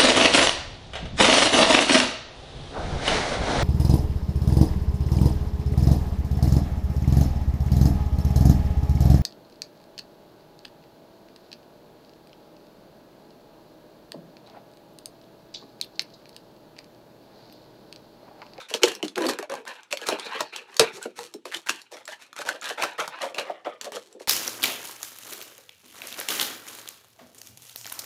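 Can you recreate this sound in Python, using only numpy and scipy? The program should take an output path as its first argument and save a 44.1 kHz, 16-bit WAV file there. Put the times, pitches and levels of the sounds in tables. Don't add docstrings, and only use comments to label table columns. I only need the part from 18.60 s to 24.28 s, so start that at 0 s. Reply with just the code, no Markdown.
import sys
import numpy as np
from scipy import signal
from scipy.fft import rfft, irfft, next_fast_len
from scipy.io import wavfile
from scipy.ndimage import map_coordinates

SR = 44100
rng = np.random.default_rng(int(sys.argv[2]) if len(sys.argv) > 2 else 0)


def wav_out(sig):
    wavfile.write(sys.argv[1], SR, np.round(np.clip(np.atleast_2d(sig).T, -1, 1) * 32767).astype(np.int16))


N = 250498

# (relative, per Hz)
FIZZ_SPECTRUM = [(2000, -11.5), (3500, -10), (4300, -5.5), (6000, -9), (9000, -15), (12000, -17.5),
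                 (16000, -26.5)]
# start_s, level_db (peak, before room and microphone), pitch_hz (favoured chamber)
PUSHES = [(0.108, -27, 500), (0.233, -4, 444), (0.429, -16.5, 290), (0.687, -22, 460), (0.787, -25, 388),
          (0.825, -26, 570), (0.898, -29.5, 480), (1.327, -20.5, 518), (1.415, -29, 470), (1.484, -15, 509),
          (1.52, -16.5, 416), (1.805, -21, 462), (2.195, -5.5, 436), (2.452, -19.5, 368), (2.743, -28, 301),
          (2.854, -29, 457), (2.95, -38.5, 321), (3.092, -31, 327), (3.322, -31.5, 550), (3.483, -33, 593),
          (3.79, -28.5, 560), (4.39, -26, 588), (4.786, -23, 549), (4.896, -19, 628), (5.066, -18.5, 526),
          (5.272, -27.5, 535), (5.548, -35.5, 363), (5.562, -40.5, 387), (5.605, -31.5, 470),
          (5.674, -18.5, 553)]


def amp(db):
    return 10 ** (np.asarray(db) / 20)


def unit(x):
    return x / np.sqrt(np.mean(x ** 2) + 1e-20)


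def along(points, hz):
    f, v = np.transpose(points)
    return np.interp(np.log(hz + 1), np.log(f + 1), v)


def wobble(rate):
    knots = rng.standard_normal(int(N * rate / SR) + 4)
    return map_coordinates(knots, [np.arange(N) * rate / SR])


def filtered(x, response):
    m = next_fast_len(len(x) + SR // 8)
    return irfft(rfft(x, m) * response(np.fft.rfftfreq(m, 1 / SR)), m)[:len(x)]


def mode(f, hz, width_hz):
    return 1j * f * width_hz / (hz * hz - f * f + 1j * f * width_hz)


def add(track, s, sound):
    part = track[round(s * SR):][:len(sound)]
    part += sound[:len(part)]


def slips(rate, spread_db, clump_db, smooth):
    sizes = amp(spread_db * rng.standard_normal(N))
    signs = np.sign(rng.standard_normal(N))
    happens = rng.random(N) < rate / SR
    friction = unit(sizes * signs * happens) + smooth * rng.standard_normal(N)
    return unit(friction * amp(clump_db * wobble(70)))


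def background():
    # (relative, per Hz)
    hiss_spectrum = [(60, -19), (120, -11.5), (400, -3.5), (900, -50), (3000, -15), (8000, -29),
                     (16000, -40.5)]
    hiss = unit(filtered(rng.standard_normal(N), lambda f: amp(along(hiss_spectrum, f))))
    hum = amp(1.2 * wobble(5)) * np.sin(2 * np.pi * 119 * np.arange(N) / SR)
    return amp(-68.5) * hiss + amp(-74.5) * hum


def crackle():
    mix = np.zeros(N)
    for hz in 900 * 1.4 ** np.arange(6):
        grains = slips(150, spread_db=5.5, clump_db=4, smooth=.5)
        mix += filtered(grains, lambda f: mode(f, hz, hz / 4) ** 2) / hz
    return unit(mix)


def chambers(push, pitch, damping):
    # pitch_ratio (to the grip's pitch), width_hz (before damping), level_db
    air_modes = [(.6, 110, -8), (.78, 100, -6), (1, 80, 0), (1.35, 130, -7), (1.8, 200, -14)]

    def response(f):
        low_cut = (1j * f / (170 + 1j * f)) ** 2
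        ring = 0
        for k, (ratio, width_hz, db) in enumerate(air_modes):
            ring = ring + (-1) ** k * amp(db) * mode(f, ratio * pitch, damping * width_hz)
        return low_cut * ring

    return filtered(push, response)


def strokes(grains):
    # start_s, rise_s (before limits), rub_db, pitch_hz (skin ring), drum_db (against the rub)
    stroke_table = [(0, .002, -40.5, 3780, -9), (0.085, 0.033, -43.5, 2900, -34),
                    (0.138, 0.0065, -38, 4340, 4.5), (0.217, 0.035, -32, 2960, 4.5),
                    (0.433, 0.013, -55, 3100, 15), (0.553, 0.11, -36.5, 1090, 11),
                    (0.679, 0.034, -32.5, 1020, 1), (0.787, 0.002, -39, 1000, -1.5),
                    (0.827, 0.0019, -52, 1030, -3), (0.894, 0.031, -40, 1050, 7.5),
                    (1.061, 0.017, -37, 1053, -12.5), (1.307, 0.011, -49.5, 3030, 3),
                    (1.375, 0.1, -44.5, 1740, -4), (1.459, 0.066, -31, 2700, -2),
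                    (1.578, 0.086, -39, 3980, -3), (1.675, 0.11, -34, 1156, -8),
                    (1.795, 0.0063, -34, 4600, -22), (1.924, 0.052, -40, 2830, -4.5),
                    (2.07, 0.094, -50.5, 1140, -1.5), (2.196, 0.0036, -22, 2570, -4.5),
                    (2.319, 0.052, -50, 6700, 7.5), (2.409, 0.027, -49, 2660, -10.5),
                    (2.555, 0.056, -50.5, 2940, -5.5), (2.85, 0.02, -46.5, 2820, 0),
                    (2.915, 0.051, -46, 3480, -18), (3.06, 0.025, -41, 1720, -28),
                    (3.095, 0.012, -40, 2910, -14), (3.311, 0.025, -46.5, 5350, 2),
                    (3.365, 0.0055, -45, 866, 3.5), (3.474, 0.054, -44.5, 1780, -16),
                    (3.591, 0.0358, -52.5, 2600, -5), (3.756, 0.059, -41, 1550, -32),
                    (3.85, 0.044, -35, 1780, 3), (4.017, 0.095, -35, 1750, -5),
                    (4.174, 0.082, -30.5, 1040, -4), (4.38, 0.04, -30.5, 1400, -6),
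                    (4.48, 0.13, -40, 1096, -12), (4.606, 0.032, -34.5, 870, 4.5),
                    (4.741, 0.019, -47, 2580, 12), (4.78, 0.01, -28, 2680, -4.5),
                    (4.832, 0.065, -40.5, 800, 2.5), (5.047, 0.016, -38, 1349, 3.5),
                    (5.21, 0.042, -47.5, 3100, 12), (5.32, 0.041, -43.5, 3330, 7),
                    (5.401, 0.12, -70, 5900, 14), (5.595, 0.0056, -57.5, 4540, -12)]
    # pitch_hz, width_hz, level_db
    skin_modes = [(1074, 570, -3.5), (1680, 540, 4), (2690, 1200, 1.5), (4090, 880, 0.5)]
    # time_s, level_db (added to the other fizz terms)
    treble_curve = [(0, -1.5), (.5, 13), (.62, -3), (.7, -18.5), (1.25, 13.5), (1.7, -7), (2.6, 11),
                    (3.1, 5.5), (3.9, 3.5), (4.45, 3), (4.55, -70), (4.63, 7.5), (4.8, 0), (4.9, -34),
                    (5.08, -34.5), (5.22, 6), (5.6, 9)]
    fizz_base_db, fizz_db_per_octave = -6, 3.5
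    fizz_growth = 0.79
    fall_base_s, fall_share = .035, .4
    tightens, slackens = .2, .08

    coarse = slips(1200, spread_db=5, clump_db=4.5, smooth=0.7)
    fine = slips(2500, spread_db=6, clump_db=4.0, smooth=0.5) + .7 * coarse
    ticks = slips(70, spread_db=3.5, clump_db=3, smooth=0)
    fizz = unit(filtered(fine + 1.11 * ticks, lambda f: amp(along(FIZZ_SPECTRUM, f))))
    shake = slips(300, spread_db=-1.5, clump_db=6.5, smooth=0.82)
    push_s, _, push_hz = np.transpose(PUSHES)
    next_starts = [row[0] for row in stroke_table[1:]] + [N / SR]
    out = np.zeros(N)
    for (start, rise, db, hz, drum_db), after in zip(stroke_table, next_starts):
        rise = np.clip(rise, .003, .3)
        fall = fall_base_s + fall_share * max(after - start - rise, 0)
        span = slice(round(start * SR), round((start + rise + 3 * fall) * SR))
        t = np.arange(len(out[span])) / SR
        swell = np.minimum(t / rise, 1) ** 0.36
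        pressure = swell * amp(-18 * np.maximum((t - rise) / fall, 0) ** 1.01)

        shift = min((hz / row[0] for row in skin_modes), key=lambda r: abs(np.log(r)))

        def skin_response(f):
            ring = sum(amp(level) * mode(f, shift * c, shift * w) ** 2 for c, w, level in skin_modes)
            dulling = 1 + (f / (2800 + 1.0 * hz)) ** 4
            return (ring + 1.01 * mode(f, hz, hz / 7)) / dulling

        stretch = 1 - tightens * np.maximum(1 - t / rise, 0) - slackens * np.maximum(t - rise, 0) / fall
        playback = [np.cumsum(stretch)]
        rub = map_coordinates(filtered(coarse[span], skin_response), playback)

        fizz_db = fizz_base_db + fizz_db_per_octave * np.log2(hz / 2000)
        fizz_db += (fizz_growth - 1) * (db + 37.0)
        fizz_db += np.interp(start + rise, *np.transpose(treble_curve))
        bright = amp(fizz_db) * pressure ** 0.4 * fizz[span]
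        skin_sound = unit(rub) + 0.54 * grains[span] + bright

        grip_hz = np.interp(start + rise, push_s, push_hz)
        drum = map_coordinates(chambers(shake[span], grip_hz, 1.23), playback)
        add(out, start, amp(db) * pressure * (skin_sound + amp(drum_db) * unit(drum)))
    return out


def room(x):
    # frequency_hz, t60_s
    decay_times = [(200, 0.23), (1400, 0.087), (4000, 0.11), (10000, 0.093)]
    out, step = np.zeros(N + SR), SR // 10
    for k in range(0, N, step):
        hz, t, z = signal.stft(rng.standard_normal(SR // 4), SR, nperseg=256)
        decay = amp(-60 * t / along(decay_times, hz)[:, None])
        tail = signal.istft(z * decay, SR, nperseg=256)[1]
        echo = signal.fftconvolve(x[k:k + step], tail / np.linalg.norm(tail))
        add(out, (k + 180) / SR, echo)
    return out[:N]


def thumps():
    squeeze, squeeze_s = .15, .01
    out, t = np.zeros(N), np.arange(SR // 5) / SR
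    playback = [np.cumsum(1 + squeeze * np.exp(-t / squeeze_s))]
    for s, db, hz in PUSHES:
        rough = t ** .5 * amp(-t / 0.00048) * rng.standard_normal(len(t))
        push = filtered(rough, lambda f: mode(f, hz, hz))
        ring = map_coordinates(chambers(push, hz, .6), playback)
        add(out, s, amp(db) * ring / np.abs(ring).max())
    return out


def burst(hz, sharp, source, crack_db):
    def response(f):
        ring = mode(f, hz, hz / sharp)
        overtone = amp(-15.5) * mode(f, 2.88 * hz, hz / 3)
        crack = amp(-11.5) * amp(along(FIZZ_SPECTRUM, f)) * mode(f, 2000, 13000)
        crack = crack * 3j * f / (hz + 3j * f)
        return ring - overtone + amp(crack_db) * np.tanh(hz / 900) ** 2 * crack

    return filtered(source, response)


def snaps():
    # start_s, level_db (peak, before room and microphone), pitch_hz (skin ring)
    snap_table = [(0.1388, -11, 3230), (0.1466, -16, 5130), (0.2335, 3, 2840), (0.256, -16, 3830),
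                  (0.2755, -20, 1620), (0.3185, -23.5, 1550), (0.351, -23.5, 5400), (0.4278, -15, 3060),
                  (0.481, -22, 3620), (0.5576, -16.5, 3020), (0.579, -15, 1590), (0.62, -23, 4000),
                  (0.666, -15, 4540), (0.6883, -15.5, 1040), (0.6958, -14, 2000), (0.7346, -23, 1570),
                  (0.7875, -18, 1000), (0.8266, -21, 1070), (0.898, -25, 1100), (0.9188, -24, 1000),
                  (0.953, -26, 900), (0.939, -22, 895), (1.0525, -30, 980), (1.2322, -32.5, 2900),
                  (1.314, -26, 2620), (1.326, -9.5, 2800), (1.372, -16, 2540), (1.415, -24, 3080),
                  (1.487, -7.5, 990), (1.5877, -24, 940), (1.5966, -19, 3600), (1.8062, -10.5, 1040),
                  (1.9618, -16.5, 3170), (2.1668, -16.5, 4660), (2.195, 4.5, 4120), (2.4274, -23.5, 7800),
                  (2.59, -21, 844), (2.739, -27, 5470), (2.8547, -24, 1030), (2.9445, -15, 3150),
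                  (3.0711, -21, 1700), (3.088, -14.5, 2700), (3.0936, -6, 2620), (3.2171, -28.5, 4500),
                  (3.454, -31.5, 7600), (3.478, -24, 1820), (3.7294, -30, 1290), (3.764, -26, 1640),
                  (3.7889, -22.5, 1560), (3.8169, -19, 1480), (3.8889, -12, 1600), (4.0134, -26.5, 7000),
                  (4.029, -26.5, 1800), (4.0422, -20.5, 4040), (4.1, -18.5, 1690), (4.2226, -9.5, 2580),
                  (4.2362, -9, 1140), (4.403, -17, 1280), (4.4776, -18.5, 900), (4.618, -21, 4170),
                  (4.7457, -22.5, 2760), (4.784, -19.5, 930), (5.2121, -19.5, 2990), (5.32, -24, 855),
                  (5.365, -24.5, 2970), (5.527, -36.5, 7670), (5.6734, -16.5, 2100)]
    length_s, doubles_db = 0.0035, 48
    out, t = np.zeros(N), np.arange(SR // 16) / SR
    for s, db, hz in snap_table:
        u = t / (length_s * 2 ** ((db + 26.0) / doubles_db))
        slipping = u ** .5 * amp(-26 * u) * (.5 + rng.standard_normal(len(t)))
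        snap = burst(hz, hz / 330, slipping, crack_db=10.5)
        add(out, s, amp(db) * snap / np.abs(snap).max())
    return out


def creaks():
    # start_s, end_s, first_rate_per_s, last_rate_per_s, level_db, pitch_hz (skin ring)
    creak_table = [(0.607, 0.67, 314, 336, -26.5, 350), (0.652, 0.712, 240, 316, -32, 270),
                   (0.686, 0.713, 340, 345, -30.5, 4540), (2.414, 2.444, 1370, 1620, -43.5, 1480),
                   (2.455, 2.46, 1500, 1300, -42, 1650), (2.583, 2.64, 475, 460, -38.5, 467),
                   (2.916, 2.953, 210, 323, -36, 1800), (4.229, 4.243, 900, 1450, -25, 1300),
                   (4.38, 4.396, 1670, 2200, -38.5, 1820)]
    out = np.zeros(N)
    for start, end, first, last, db, hz in creak_table:
        n = round((end - start) * SR)
        uneven = .12 + 100 / (100 + first)
        rate = np.linspace(first, last, n) * (1 + .2 * uneven * wobble(300)[:n])
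        ticks = np.diff(np.floor(np.cumsum(rate) / SR + .9), prepend=0)
        ticks = ticks * amp(8 * uneven * rng.standard_normal(n))
        swell = np.sin(np.linspace(.6, 2.8, n)) ** 0.49
        source = np.pad(ticks * swell, (0, SR // 100))
        add(out, start, amp(db) * unit(burst(hz, 3.6, source, crack_db=30 * uneven - 14)))
    return out


def bumps():
    # start_s, level_db (before onset, decay and microphone)
    bump_table = [(2.197, -20), (2.334, -41)]
    out, t = np.zeros(N), np.arange(SR // 5) / SR
    onset = 1 - amp(-t / 0.00022)
    for s, db in bump_table:
        add(out, s, amp(db - 60 * t / 0.11) * onset * np.sin(2 * np.pi * 135 * t))
    return out


def scene():
    grains = crackle()
    restless_db = 6 * wobble(12)
    fidget = amp(-79.5 + restless_db) * grains
    balloon = snaps() + thumps() + creaks() + strokes(grains) + fidget
    return (balloon + amp(-7.5) * room(balloon) + bumps() + background())[None]


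def record(dry):
    def response(f):
        bass_cut = (1j * f / (115 + 1j * f)) ** 3
        treble_cut = 1 + (f / 14000) ** 8
        return bass_cut / treble_cut * (1 - 0.5 * mode(f, 4870, 710))

    x = filtered(dry[0], response)
    x = .93 * x / (1 + np.abs(x) ** 6) ** (1 / 6)
    return filtered(x, lambda f: f < 16600)[None]


dry = scene()
out = record(dry)
wav_out(out)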